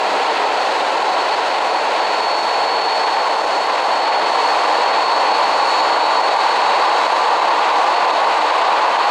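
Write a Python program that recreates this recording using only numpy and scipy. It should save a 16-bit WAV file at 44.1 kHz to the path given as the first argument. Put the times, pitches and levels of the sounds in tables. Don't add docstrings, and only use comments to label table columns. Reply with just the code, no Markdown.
import sys
import numpy as np
from scipy import signal
from scipy.fft import rfft, irfft
from scipy.io import wavfile
from scipy.ndimage import uniform_filter1d, minimum_filter1d, map_coordinates

SR = 44100
rng = np.random.default_rng(int(sys.argv[2]) if len(sys.argv) > 2 else 0)


def to_wav(sig):
    pcm = np.clip(np.atleast_2d(sig), -1, 1) * 32767
    pcm = np.round(pcm).astype(np.int16)
    wavfile.write(sys.argv[1], SR, pcm.T)


N = 401310

# f/Hz, relative density/dB
ROAR_SPECTRUM = [(140, -34), (185, -27.5), (215, -14.5), (245, -20), (310, -6), (385, -6.5), (460, 1),
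                 (560, 1.5), (900, -1.5), (1150, -5), (1270, -6.5), (1420, -3), (1600, -10), (2000, -17.5)]
# f/Hz, relative density/dB
HOWL_SPECTRUM = [(480, -30.5), (600, -9.5), (700, -5.5), (800, -.5), (920, -0.5), (1010, -2), (1080, -5),
                 (1160, -4.5), (1260, -23)]
# f/Hz, relative density/dB
RUSH_SPECTRUM = [(900, -10.5), (1350, 1), (1650, 0), (2000, 0.5), (2200, -2.1), (2600, -1), (3000, -4),
                 (3600, -7), (4300, -9.5), (5000, -16), (6000, -38)]
# f/Hz, relative density/dB
RUMBLE_SPECTRUM = [(15, 8), (60, 6), (130, 8), (220, -12), (400, -30)]
# f/Hz, relative density/dB
HISS_SPECTRUM = [(3000, -3), (4600, 4), (5100, 3), (5850, -1.5), (6600, 1), (7300, -5.5), (7750, -2),
                 (8450, -8.5), (9050, -9.5), (10000, -15), (12000, -26.5), (13600, -27.5), (14650, -24),
                 (15500, -30)]
# f/Hz, width per filter pass/Hz, start level/dB, drift/(dB/s)
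INFLOW_HUMPS = [(3940, 320, -40, 0.05), (4330, 126, -38.5, -0.72), (4460, 170, -44.5, 0.47)]
# t/s, relative level/dB
WHINE_LEVELS = [(0.0, -46), (1.05, -43), (1.2, -36), (1.5, -42), (1.7, -33), (1.9, -39), (2.35, -26),
                (2.6, -30), (2.9, -25), (3.35, -35.5), (4.15, -29), (4.6, -33), (5.1, -27.5), (5.55, -30),
                (5.65, -27), (7.75, -38), (7.9, -35), (8.55, -40), (9.05, -36)]
# f/main whine f, level re lower tone/dB
SIDE_TONE_LEVELS = [(1.04, -16), (1.079, -12), (1.147, -21), (1.306, -27), (1.479, -21), (1.742, -25),
                    (2.0, -29)]


def undb(db):
    return 10 ** (np.asarray(db) / 20)


def unit(x):
    return x / np.sqrt(np.mean(x ** 2))


def lobe(t, at_s, half_width_s, peak_db):
    return peak_db * np.exp(-((t - at_s) / half_width_s) ** 2)


def walk(rate_hz, size=2048):
    hz = np.arange(size // 2 + 1) * SR / N
    drift = unit(irfft(rfft(rng.standard_normal(size)) / (1 + (hz / rate_hz) ** 4)))
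    return np.interp(np.arange(N), np.linspace(0, N, size), drift)


def noise(spectrum, size=N):
    hz, db = np.transpose(spectrum)
    log_f = np.log(np.maximum(np.arange(size // 2 + 1) * SR / size, 1))
    outside = np.abs(log_f - np.clip(log_f, np.log(hz[0]), np.log(hz[-1])))
    gain = undb(np.interp(log_f, np.log(hz), db) - 60 * outside)
    return unit(irfft(rfft(rng.standard_normal(size)) * gain, size))


def shimmer(slow_db, quick_db):
    return undb(slow_db * walk(rate_hz=2.3) + quick_db * walk(rate_hz=16))


def large_eddies(t, spectrum):
    pitch_ratio = 0.94 + 0.0108 * t
    steady = noise(spectrum, size=2 ** 19)
    return map_coordinates(steady, [np.cumsum(pitch_ratio)], order=3, mode="wrap")


def exhaust(t, lull_db):
    swing = (1 + np.tanh((t - 3.54) / 2.4)) / 2
    roar = large_eddies(t, ROAR_SPECTRUM) * undb(-21.5 + lull_db)
    howl = large_eddies(t, HOWL_SPECTRUM) * undb(-19.5 + 4 * swing)
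    rush = noise(RUSH_SPECTRUM) * undb(-25 + 0.7 * swing + lull_db)
    rush *= shimmer(slow_db=0.44, quick_db=0.54)
    return roar + howl + rush


def low_rumble():
    return noise(RUMBLE_SPECTRUM) * undb(-64.5) * shimmer(slow_db=3.5, quick_db=2.0)


def intake(t, lull_db):
    hiss = noise(HISS_SPECTRUM) * undb(-37.6 + lull_db)
    for hz, width_hz, start_db, drift_db_per_s in INFLOW_HUMPS:
        b, a = signal.iirpeak(hz, hz / width_hz, fs=SR)
        band = signal.lfilter(b, a, rng.standard_normal(N))
        hump = unit(signal.lfilter(b, a, band))
        beam = undb(start_db + drift_db_per_s * t)
        hiss += beam * hump * shimmer(slow_db=1.0, quick_db=1.3)
    return hiss * shimmer(slow_db=0.8, quick_db=0.43)


def blade_tone(hz, scatter):
    phase = 2 * np.pi * np.cumsum(hz) / SR
    in_phase, quadrature = scatter * walk(rate_hz=12), scatter * walk(rate_hz=12)
    return unit((1 + in_phase) * np.cos(phase) + quadrature * np.sin(phase))


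def compressors(t):
    running_hz, excess_hz, settle_s = 4375, 58, 3.0
    whine_hz = running_hz + excess_hz * np.exp(-t / settle_s)
    whine_db = np.interp(t, *np.transpose(WHINE_LEVELS))
    whine = blade_tone(whine_hz, scatter=undb(-47 - whine_db)) * undb(whine_db + 0.5)
    lower_db = -48.5 + lobe(t, at_s=6.5, half_width_s=1.6, peak_db=11)
    lower = blade_tone(0.8931 * whine_hz, scatter=0.32) * undb(lower_db)
    upper_hz = 6999 - 0.62 * t ** 2
    upper_db = -55.5 + lobe(t, at_s=5.9, half_width_s=0.35, peak_db=7.5)
    upper = blade_tone(upper_hz, scatter=0.29) * undb(upper_db)
    tones = whine + lower + upper
    for ratio, relative_db in SIDE_TONE_LEVELS:
        side = blade_tone(ratio * whine_hz, scatter=0.6)
        tones += side * undb(lower_db + relative_db + 1.5 * walk(rate_hz=0.6))
    return tones


def scene():
    t = np.arange(N) / SR
    lull_db = lobe(t, at_s=2.8, half_width_s=1.0, peak_db=-1.54)
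    return (exhaust(t, lull_db) + low_rumble() + intake(t, 0.64 * lull_db) + compressors(t))[None]


def limiter(x, ceiling_db, release_db_per_s, window_samples):
    over_db = np.maximum(20 * np.log10(np.abs(x) + 1e-9) - ceiling_db, 0)
    ramp_db = release_db_per_s * np.arange(N) / SR
    cut_db = np.maximum.accumulate(over_db + ramp_db) - ramp_db
    held_db = minimum_filter1d(-cut_db, window_samples)
    return x * undb(uniform_filter1d(held_db, window_samples))


def record(dry):
    ease_s, cutoff_hz = (3.75, 4.6), 15750
    ceiling_db = np.interp(np.arange(N) / SR, ease_s, (-8.3, -6.45))
    limited = limiter(dry[0] * undb(0.5), ceiling_db, release_db_per_s=213, window_samples=45)
    lowpass = signal.ellip(10, 0.1, 80, cutoff_hz, fs=SR, output="sos")
    return signal.sosfilt(lowpass, limited)[None]


dry = scene()
out = record(dry)
to_wav(out)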